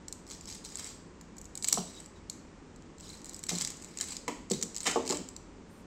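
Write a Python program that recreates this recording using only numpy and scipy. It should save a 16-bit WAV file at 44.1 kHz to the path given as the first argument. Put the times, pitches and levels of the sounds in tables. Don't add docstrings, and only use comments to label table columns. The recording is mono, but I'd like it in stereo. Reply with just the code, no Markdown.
import sys
import numpy as np
from scipy import signal
from scipy.fft import rfft, irfft, next_fast_len
from scipy.io import wavfile
from scipy.ndimage import uniform_filter1d

SR = 44100
rng = np.random.default_rng(int(sys.argv[2]) if len(sys.argv) > 2 else 0)


def wrap_up_sound(samples):
    columns = np.atleast_2d(samples).T
    tamed = np.clip(columns, -1, 1)
    steps = np.round(tamed * 32767).astype(np.int16)
    wavfile.write(sys.argv[1], SR, steps)


N = 258416

# t/s, level/dB, relative body/dB, body f/Hz, ping f/Hz, left-right/dB
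FIBRE_SNAPS = [(0.0826, -35.5, -23, 2500, 8250, 5), (0.1258, -32.5, -29, 2520, 8300, 8),
               (1.2117, -42.5, -14, 2500, 7400, -3.5), (1.368, -48.5, -14, 3000, 7550, 9),
               (1.383, -39, -25.5, 2500, 7050, 1), (1.3875, -47, -23, 2490, 7000, 3.5),
               (1.4145, -39.5, -25, 2500, 7550, -1), (1.4438, -45, -23.5, 2500, 7100, 1),
               (1.455, -41.5, -31, 2500, 6740, 0), (1.5539, -35, -30, 2500, 8100, 12),
               (1.5755, -29.5, -22, 4000, 7700, 0), (1.6252, -30, -27, 2500, 7800, 7),
               (1.6365, -33, -31, 2500, 7700, -2), (1.6444, -22.5, -13, 2200, 4560, 4.5),
               (1.648, -28, -13, 2500, 7300, 0), (1.6744, -31, -33, 2500, 7800, 7),
               (1.6817, -29, -26, 2500, 7650, -1), (1.6853, -18.5, -18.5, 2480, 7800, 8),
               (1.6972, -30, -22, 2500, 7740, 3), (1.7263, -15, -23, 2280, 8150, -3),
               (1.728, -16, -13.5, 2500, 5700, 3.5), (1.741, -25.5, -30, 2400, 7600, 8),
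               (2.2982, -31.5, -12.5, 4450, 4320, -0.5), (2.2989, -33, -22.5, 4400, 7530, 8),
               (2.761, -51.5, -23, 2500, 7400, 12), (2.823, -58, -12, 2470, 7500, 15),
               (3.245, -38, -22, 2440, 7300, 3), (3.257, -41.5, -11, 2500, 7000, 0),
               (3.2948, -35, -31, 2500, 7800, 2), (3.334, -40, -25, 2460, 7500, -3),
               (3.3446, -36.5, -31, 2480, 7300, -1), (3.3645, -39, -26, 2530, 7800, 0),
               (3.392, -38.5, -18, 2500, 7300, 0), (3.431, -43, -20, 2500, 7600, 2),
               (3.438, -31.5, -15, 3500, 8400, 10.5), (3.4664, -35.5, -9.5, 4000, 7700, 4),
               (3.4917, -25, -10, 4460, 7700, -0.5), (3.4938, -29.5, -1, 4040, 6200, 1)]
# f/Hz, level/dB
BODY_SPECTRUM = [(100, -23.5), (400, -14), (900, -1), (1600, 0.5), (2500, 5.5), (3500, 0), (5000, -10),
                 (9000, -29.5)]
BODY_HZ = 2500
# f/Hz, level/dB
SPARKLE_SPECTRUM = [(5000, -17), (9000, 20.5), (10000, 2.5), (11200, 14), (12600, 0.5), (13800, 10),
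                    (15600, -4), (17000, -14)]
# f/Hz, coherence/1
PORT_COHERENCE = [(150, .95), (280, .89), (500, .6), (1000, 0), (8000, 0)]


def from_db(db):
    return 10 ** (np.asarray(db) / 20)


def pan(left_right_db):
    return from_db(left_right_db * np.array([[.5], [-.5]]))


def rms_one(x):
    return x / np.sqrt(np.mean(x ** 2) + 1e-20)


def at_hz(points, hz):
    f, value = np.transpose(points)
    return np.interp(np.log(np.maximum(hz, 1)), np.log(f), value)


def add(out, s, sound):
    i = max(0, round(s * SR))
    out[:, i:i + sound.shape[1]] += sound[:, :N - i]


def coloured(x, spectrum):
    n = x.shape[-1]
    size = 2 * next_fast_len(n // 2 + 512)
    gain = from_db(at_hz(spectrum, np.fft.rfftfreq(size, 1 / SR)))
    cepstrum = irfft(np.log(gain))
    cepstrum[1:size // 2] *= 2
    cepstrum[size // 2 + 1:] = 0
    return irfft(rfft(x, size) * np.exp(rfft(cepstrum)))[..., :n]


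def diffuse_noise(size):
    mid, side = rfft(rng.standard_normal((2, size)))
    coherence = at_hz(PORT_COHERENCE, np.fft.rfftfreq(size, 1 / SR))
    return irfft(np.sqrt(1 + coherence) * mid + np.sqrt(1 - coherence) * side * [[1], [-1]], size)


def burst(spectrum, rise_s, decay_s, crack_db=-np.inf, size=4096):
    t = np.arange(size) / SR
    envelope = (1 - np.exp(-(t / rise_s) ** 2)) * np.exp(-t / decay_s)
    force = diffuse_noise(size) * envelope
    arrival = np.argmax(envelope) + rng.integers(0, 9, 2)
    force[[0, 1], arrival] += from_db(crack_db) * np.linalg.norm(envelope)
    sound = coloured(force, spectrum)
    power = uniform_filter1d(sound ** 2, round(.003 * SR), mode="constant")
    return sound / np.sqrt(power.max(axis=1, keepdims=True))


def ring(hz, t60_s, rise_s, size=16384):
    t = np.arange(size) / SR
    apart_rad = np.arccos(at_hz(PORT_COHERENCE, hz)) * rng.choice([-1, 1])
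    phase_rad = rng.uniform(0, 2 * np.pi) + np.array([[0], [apart_rad]])
    envelope = from_db(-60 * t / t60_s) * (1 - np.exp(-t / rise_s))
    return np.sin(2 * np.pi * hz * t + phase_rad) * envelope


def ticks(rows, rise_s, decay_s, crack_db, ping_db, ping_width_hz, sparkle_db,
          stretch=0, sparkle_growth=0):
    out = np.zeros((2, N))
    # f/Hz, level/dB
    tick_spectrum = [(300, -57), (1500, -31), (3000, -23), (4400, -8.5), (6000, -6), (7100, -2.5),
                     (7900, -1), (8600, -14), (9800, -32), (16000, -46.5)]
    hz = np.linspace(100, 18000, 180)
    median_db = np.median([row[1] for row in rows])
    for s, db, body_db, body_hz, ping_hz, pan_db in rows:
        excess_db = db - median_db
        times_s = np.array([rise_s, decay_s]) * from_db(stretch * excess_db)
        resonance_db = ping_db / (1 + ((hz - ping_hz) / ping_width_hz) ** 2)
        pinged_spectrum = np.column_stack([hz, at_hz(tick_spectrum, hz) + resonance_db])
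        body_spectrum = [(f * body_hz / BODY_HZ, level) for f, level in BODY_SPECTRUM]
        tick = burst(pinged_spectrum, *times_s, crack_db, size=1024)
        tick += from_db(body_db) * burst(body_spectrum, *times_s, crack_db, size=1024)
        sparkle = burst(SPARKLE_SPECTRUM, *times_s, size=1024)
        sparkle *= from_db(sparkle_db + sparkle_growth * excess_db)
        add(out, s - times_s[0] / 2, from_db(db) * (tick * pan(pan_db) + sparkle))
    return out


def press(s, length_s, attack_s=0.0058, sag_db_per_s=11.5, release_db_per_s=381.5):
    t = np.maximum(np.arange(N) / SR - s, 0)
    fall_db = sag_db_per_s * t + release_db_per_s * np.maximum(t - length_s, 0)
    return np.minimum(t / attack_s, 1) * from_db(-fall_db)


def room_tone():
    # f/Hz, level/dB
    tone_spectrum = [(15, -16), (30, -9.5), (44, 1), (60, -7.5), (92, -3), (127, -15.5), (159, -2.5),
                     (366, -8), (530, -12.5), (599, -15), (661, -18.5), (957, -14.5), (1610, -21.5),
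                     (1910, -21.5), (3620, -30.5), (7570, -29.5), (9000, -40), (11700, -99.5),
                     (19800, -120)]
    return rms_one(coloured(diffuse_noise(N), tone_spectrum))


def fibre_snaps():
    return ticks(FIBRE_SNAPS, rise_s=0.0013, decay_s=0.00048, crack_db=-6, ping_db=9.5,
                 ping_width_hz=400, sparkle_db=-11.5, stretch=0.14, sparkle_growth=0.099)


def snap_rings():
    # f/Hz, level/dB, t60/s
    snap_modes = [(2270, -12, 0.04), (2900, -22, .018), (4220, -6, .02), (4670, -7, 0.016),
                  (5550, -12.5, 0.0058), (6860, 7.5, 0.012), (7810, 7, 0.026), (9280, -10.5, .012)]
    out = np.zeros((2, N))
    for s, db, *_ in FIBRE_SNAPS:
        for hz, mode_db, t60_s in snap_modes:
            add(out, s, from_db(db + mode_db) * ring(hz, t60_s, rise_s=0.00078, size=2048))
    return out


def blade_singing():
    # f/Hz, level/dB, t60/s
    blade_modes = [(3849, -16, 1.3), (5798, -5.5, .93), (6000, -1, 0.54), (6105, -2, .6), (6505, -2, .6),
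                   (6804, -2, .5), (7133, -1, 0.5), (7926, -1, .6)]
    jolts = np.zeros((1, N))
    for s, db, *_ in FIBRE_SNAPS:
        jolts[0, round(s * SR)] = from_db(db)
    steel = sum(from_db(db) * ring(hz, t60_s, rise_s=.002, size=65536) for hz, db, t60_s in blade_modes)
    return signal.fftconvolve(jolts, steel, axes=1)[:, :N]


def foil_creases(body_db=-16.5):
    # t/s, level/dB, ping f/Hz, left-right/dB
    flips = [(0.267, -39, 6820, 1), (0.3007, -30.5, 7050, -2), (0.316, -27, 6560, -1),
             (0.41, -31.5, 7500, -1), (0.456, -33.5, 7150, 3), (0.4893, -34, 7700, 6),
             (0.502, -35, 7800, 3), (0.5255, -31, 7440, 8), (0.6492, -28.5, 6800, 4),
             (0.7213, -38, 4290, -2), (0.7557, -23, 6550, -1), (0.7717, -27, 7950, 5),
             (0.797, -38, 7470, 6), (0.8442, -27, 8400, -4), (0.8904, -40, 7240, 0), (2.06, -36, 7810, 6),
             (2.983, -40, 7300, 4), (3.008, -35, 7250, -1), (3.092, -34, 8300, 3), (3.172, -39, 7000, 0),
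             (3.217, -36, 6500, -2), (3.585, -21.5, 5700, 3), (3.602, -26, 7400, 3),
             (3.611, -18.5, 5030, 8), (3.618, -18, 7040, 2), (3.622, -19, 7660, 5), (3.649, -16.5, 5660, 0),
             (3.674, -19, 7500, 0), (3.7033, -22.5, 6860, -5), (3.7695, -35, 6970, 0),
             (3.8233, -32, 6670, -5), (3.8456, -30.5, 7700, 0), (3.9732, -26.5, 7800, 10),
             (3.9868, -24, 7300, 4), (4.0106, -16, 7040, 7.5), (4.0266, -26.5, 7070, 7),
             (4.122, -35, 7800, 9), (4.1673, -22.5, 7900, 5.5), (4.5007, -24, 6000, -4),
             (4.5156, -14.5, 7800, 1.5), (4.6137, -27, 7400, 5), (4.6265, -13.5, 7100, 2.5),
             (4.633, -18.5, 7400, -5), (4.746, -30, 7200, 6), (4.754, -27, 7400, -2),
             (4.7641, -19.5, 7600, 6.5), (4.7724, -25, 7340, -7), (4.7818, -26, 6630, 7),
             (4.805, -23, 7500, -2), (4.8428, -28, 6650, -5), (4.912, -20.5, 7660, 7),
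             (5.0265, -38, 7000, -4), (5.053, -33, 6460, 4.5), (5.061, -28, 7600, -1),
             (5.068, -29, 7400, -7), (5.0771, -20.5, 7040, -3), (5.0926, -20, 7400, 2),
             (5.099, -18.5, 7550, 8), (5.1079, -20, 6900, 13), (5.1241, -18.5, 7600, -4),
             (5.128, -23.5, 5200, 8), (5.1446, -29, 7700, 15), (5.1711, -27, 7760, 13.5),
             (5.2878, -27, 7600, 5.5), (5.3644, -27.5, 6060, 1.5)]
    rows = [(s, db, body_db, BODY_HZ, ping_hz, pan_db) for s, db, ping_hz, pan_db in flips]
    return ticks(rows, rise_s=0.0015, decay_s=0.00067, crack_db=-4.5, ping_db=6.5,
                 ping_width_hz=200, sparkle_db=-17)


def foil_crinkle(creases_per_s=340, spread_db=4.5, flurry_s=.011, flurry_db=4, pan_db=6,
                 click_s=.00035, ping_s=.0009, ping_db=-5.5, facet_hz=(2700, 9500), rub_db=-18):
    # t/s, length/s, level/dB, relative body/dB
    presses = [(0.268, 0.047, -54, -11.5), (0.304, 0.043, -53, -11), (0.414, 0.063, -61.5, -13),
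               (0.47, 0.038, -47.5, -9), (0.518, 0.023, -47, -11), (0.638, 0.043, -48, -16),
               (0.706, 0.04, -53, -7), (0.768, 0.078, -46, -7), (0.86, 0.045, -52.5, -9),
               (0.937, 0.02, -58, -11), (1.668, 0.008, -38, -21), (1.737, 0.029, -39, -27),
               (1.86, 0.18, -58.5, -5.5), (2.3, 0.04, -64, -22), (2.995, 0.089, -55.5, -25),
               (3.078, 0.012, -46.5, -8.5), (3.104, 0.088, -60, -10), (3.254, 0.046, -51, -11),
               (3.344, 0.05, -59, -10), (3.484, 0.024, -34, -9), (3.525, 0.078, -43, -10.5),
               (3.588, 0.021, -42, -8), (3.635, 0.0075, -58, -11), (3.673, 0.0036, -53, -3),
               (3.708, 0.29, -57.5, -4.5), (3.993, 0.14, -45.5, -7.5), (4.501, 0.022, -38.5, -10.5),
               (4.804, 0.058, -42, -7), (4.849, 0.034, -40.5, -14), (5.061, 0.086, -43, -3)]
    # f/Hz, level/dB
    foil_spectrum = [(300, -21), (1500, -27), (3000, -6), (4700, -3), (6000, -5), (6900, -1.5),
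                     (7800, -0.5), (8400, -5.5), (9300, -19.5), (10200, -18), (11300, -16), (13000, -26),
                     (15700, -24.5), (16500, -45)]
    crinkle_gain, body_gain = np.zeros((2, N))
    for s, length_s, db, body_db in presses:
        load = from_db(db) * press(s, length_s)
        crinkle_gain += load
        body_gain += from_db(body_db) * load
    t = np.arange(N) / SR
    steps_s = np.arange(0, t[-1], flurry_s)
    swing_db = np.interp(t, steps_s, rng.uniform(-flurry_db, flurry_db, len(steps_s)))
    age_s = np.arange(512) / SR
    grains = np.zeros((2, N))
    for i in np.flatnonzero(rng.random(N) < creases_per_s / SR):
        size_db = swing_db[i] + spread_db * min(rng.exponential(), 2.5)
        sides = pan(pan_db * rng.uniform(-1.08, 1))
        click = rng.standard_normal((2, len(age_s))) * age_s * np.exp(-age_s / click_s)
        cycles = rng.uniform(*facet_hz) * age_s + rng.random((2, 1))
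        ping = np.sin(2 * np.pi * cycles) * age_s * np.exp(-age_s / ping_s)
        grain = rms_one(click) + from_db(ping_db) * rms_one(ping)
        add(grains, t[i], from_db(size_db) * sides * grain)
    drive = rms_one(grains) + from_db(rub_db) * diffuse_noise(N)
    crinkle = rms_one(coloured(drive, foil_spectrum))
    body = rms_one(coloured(drive, BODY_SPECTRUM))
    return crinkle_gain * crinkle + body_gain * body


def table_knocks(lag_s=0.0016, rise_s=0.00075, decay_s=0.02, modes_db=-2, scatter_db=2):
    # t/s, boom/dB, hardness/dB, boom f/Hz
    bumps = [(1.728, -42.5, -1, 187), (1.773, -34, 2, 190), (3.513, -39, -2, 166), (3.526, -37, -15, 164.6),
             (3.61, -44.5, -17, 158), (4.28, -35.5, -2, 246), (4.509, -30, -20, 204),
             (4.63, -38.5, -21, 215), (4.86, -47, 12.5, 225), (4.958, -29.5, 6.5, 270),
             (4.987, -39, -4, 292), (5.099, -32.5, -1.5, 287), (5.123, -38, 4, 286), (5.188, -40, -25, 212)]
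    # f/Hz, level/dB, t60/s
    table_modes = [(258.5, -4.5, 0.2), (383, 2, 0.13), (590, 3, 0.029), (820, -9, 0.08)]
    # f/Hz, level/dB
    boom_spectrum = [(30, -45.5), (65, -33), (125, -14), (165, -1.5), (210, 3), (270, -2.5), (380, -12),
                     (900, -52.5)]
    thud_spectrum = [(100, -41), (240, -29), (340, -11), (420, -0.5), (570, -12), (750, -17.5), (2000, -57)]
    rap_spectrum = [(150, -52), (450, -2), (580, 10.5), (830, 15), (980, 12), (1200, 9), (1600, -4.5),
                    (4000, -38.5)]
    reference_hz = 210
    thud_hz, rap_hz, usual_boom_db = 430, 850, -33.5
    out = np.zeros((2, N))
    for s, boom_db, hardness_db, boom_hz in bumps:
        thud_db = boom_db - 3 + 0.17 * hardness_db + 0.92 * (boom_db - usual_boom_db)
        blow = [(boom_hz, boom_db), (thud_hz, thud_db), (rap_hz, boom_db + hardness_db)]
        tuned_boom = [(hz * boom_hz / reference_hz, db) for hz, db in boom_spectrum]
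        for spectrum, (hz, db) in zip((tuned_boom, thud_spectrum, rap_spectrum), blow):
            slowness = np.sqrt(reference_hz / hz)
            wave = burst(spectrum, rise_s * slowness, decay_s * slowness, crack_db=-3, size=8192)
            add(out, s + lag_s * reference_hz / hz, from_db(db) * wave)
        for hz, mode_db, t60_s in table_modes:
            gain = from_db(modes_db + mode_db + at_hz(blow, hz) + scatter_db * rng.standard_normal())
            add(out, s + lag_s * reference_hz / hz, gain * ring(hz, t60_s, rise_s))
    low_cut = signal.butter(2, 60, "high", fs=SR, output="sos")
    return signal.sosfilt(low_cut, out + 1e-18)


def blade_squeaks():
    # t/s, length/s, level/dB
    slides = [(1.872, .012, -53), (1.935, 0.022, -59), (1.959, .016, -52), (2.157, .008, -59)]
    # f/Hz, level/dB
    squeak_spectrum = [(800, -39), (2200, -34), (3600, -7), (3850, 8), (4150, -18), (5500, -7),
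                       (8000, -14.5), (10000, -33)]
    rubbing = sum(from_db(db) * press(s, length_s) for s, length_s, db in slides)
    return rubbing * rms_one(coloured(rng.standard_normal((2, N)), squeak_spectrum))


def scissors_clack(rise_s=0.0007, scatter_db_per_oct=2.5):
    # t/s, contact/dB, decay/s, ring/dB, ring tilt/(dB/octave)
    contacts = [(4.279, -25.5, 0.0026, -20.5, -8), (4.856, -30, 0.0032, -39, 14),
                (4.8618, -27.5, 0.0018, -44, 14.5), (4.866, -19, 0.0022, -40, 11),
                (4.8716, -21, 0.0049, -48, 10), (4.878, -24.5, 0.002, -46, 1),
                (4.886, -30.5, 0.0034, -50, 4), (4.895, -29, 0.0029, -44, 9), (4.912, -32, 0.005, -44, 9),
                (4.926, -46, 0.0052, -50, 7)]
    # f/Hz, level/dB
    rattle_spectrum = [(120, -17), (250, -5), (500, -9), (650, -4), (880, -11), (1320, -4), (1650, -9),
                       (2100, -2.5), (2700, -4.5), (3150, -10), (3700, -10.5), (5800, -10.5), (7600, -4),
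                       (9100, -22), (16000, -37)]
    # f/Hz, level/dB, t60/s
    scissor_modes = [(977, 0, .075), (1290, -6, .06), (1960, -14, .07), (2175, -16, .08), (2570, -15, .08),
                     (2696, -16, .12), (3075, -15, .11), (3700, -23, .1), (5216, -26, .08)]
    rattle, ringing = np.zeros((2, 2, N))
    lowest_hz = scissor_modes[0][0]
    for s, contact_db, decay_s, ring_db, tilt_db_per_oct in contacts:
        add(rattle, s, from_db(contact_db) * burst(rattle_spectrum, rise_s, decay_s))
        for hz, mode_db, t60_s in scissor_modes:
            octaves = np.log2(hz / lowest_hz)
            colour_db = octaves * (tilt_db_per_oct + scatter_db_per_oct * rng.standard_normal())
            add(ringing, s, from_db(ring_db + mode_db + colour_db) * ring(hz, t60_s, rise_s))
    return rattle, ringing


def faint_hiss():
    # t/s, level/dB
    envelope = [(5.66, -100), (5.71, -68), (5.8, -67.5), (5.86, -86)]
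    s, db = np.transpose(envelope)
    gain = from_db(np.interp(np.arange(N) / SR, s, db, left=-np.inf))
    return gain * rms_one(coloured(diffuse_noise(N), SPARKLE_SPECTRUM))


def room_echo(x, onset_s=0.0047, near_db=2, near_s=0.0017, size=32768):
    # f/Hz, t60/s
    decay_times = [(150, .38), (500, .38), (1000, .36), (2000, .45), (4000, .56), (8000, .49), (14000, .38)]
    # f/Hz, level/dB
    tail_spectrum = [(150, 0.5), (500, 2.5), (1500, -4), (4000, -5.5), (8000, -5), (10000, -6), (14000, -5)]
    t = np.arange(size) / SR
    hz = np.fft.rfftfreq(size, 1 / SR)
    noise_bins = rfft(diffuse_noise(size))
    edges_hz = np.geomspace(70, 18000, 10)
    tail = 0
    for low, high in zip(edges_hz, edges_hz[1:]):
        t60_s = at_hz(decay_times, np.sqrt(low * high))
        band = irfft(noise_bins * (hz >= low) * (hz < high))
        tail += band * from_db(-60 * t / t60_s)
    build_up = 1 - np.exp(-(t / onset_s) ** 2)
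    tail = coloured(tail * build_up, tail_spectrum)
    near = diffuse_noise(size) * t * np.exp(-t / near_s)
    response = (rms_one(tail) + from_db(near_db) * rms_one(near)) / np.sqrt(size)
    return signal.fftconvolve(x, response, axes=1)[:, :N]


def scene():
    stalk = from_db(-2) * fibre_snaps() + from_db(-11.5) * snap_rings()
    creases = from_db(-9.5) * foil_creases()
    foil = from_db(0.5) * foil_crinkle()
    knocks = table_knocks()
    rattle, ringing = scissors_clack()
    scissors = from_db(-4.5) * (rattle + ringing)
    air = from_db(-51.03) * room_tone()
    blades = from_db(-38) * blade_singing() + blade_squeaks()
    direct = stalk + blades + creases + foil + knocks + scissors + faint_hiss()
    sends_db = [(stalk, -11), (creases, -10.5), (foil, -2), (knocks, -8), (rattle, -5.5), (ringing, -12)]
    sent = sum(from_db(db) * source for source, db in sends_db)
    return direct + room_echo(sent) + air


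def record(dry):
    # f/Hz, left-right/dB
    balance = [(80, 5.5), (160, 1), (300, 6.5), (1000, 1), (4000, 4), (8000, 0.5), (10500, 0.5),
               (14000, -5)]
    left = coloured(dry[0], [(hz, db / 2) for hz, db in balance])
    right = coloured(dry[1], [(hz, -db / 2) for hz, db in balance])
    top_cut = signal.ellip(10, .2, 80, 16300, fs=SR, output="sos")
    return signal.sosfilt(top_cut, [left, right])


dry = scene()
out = record(dry)
wrap_up_sound(out)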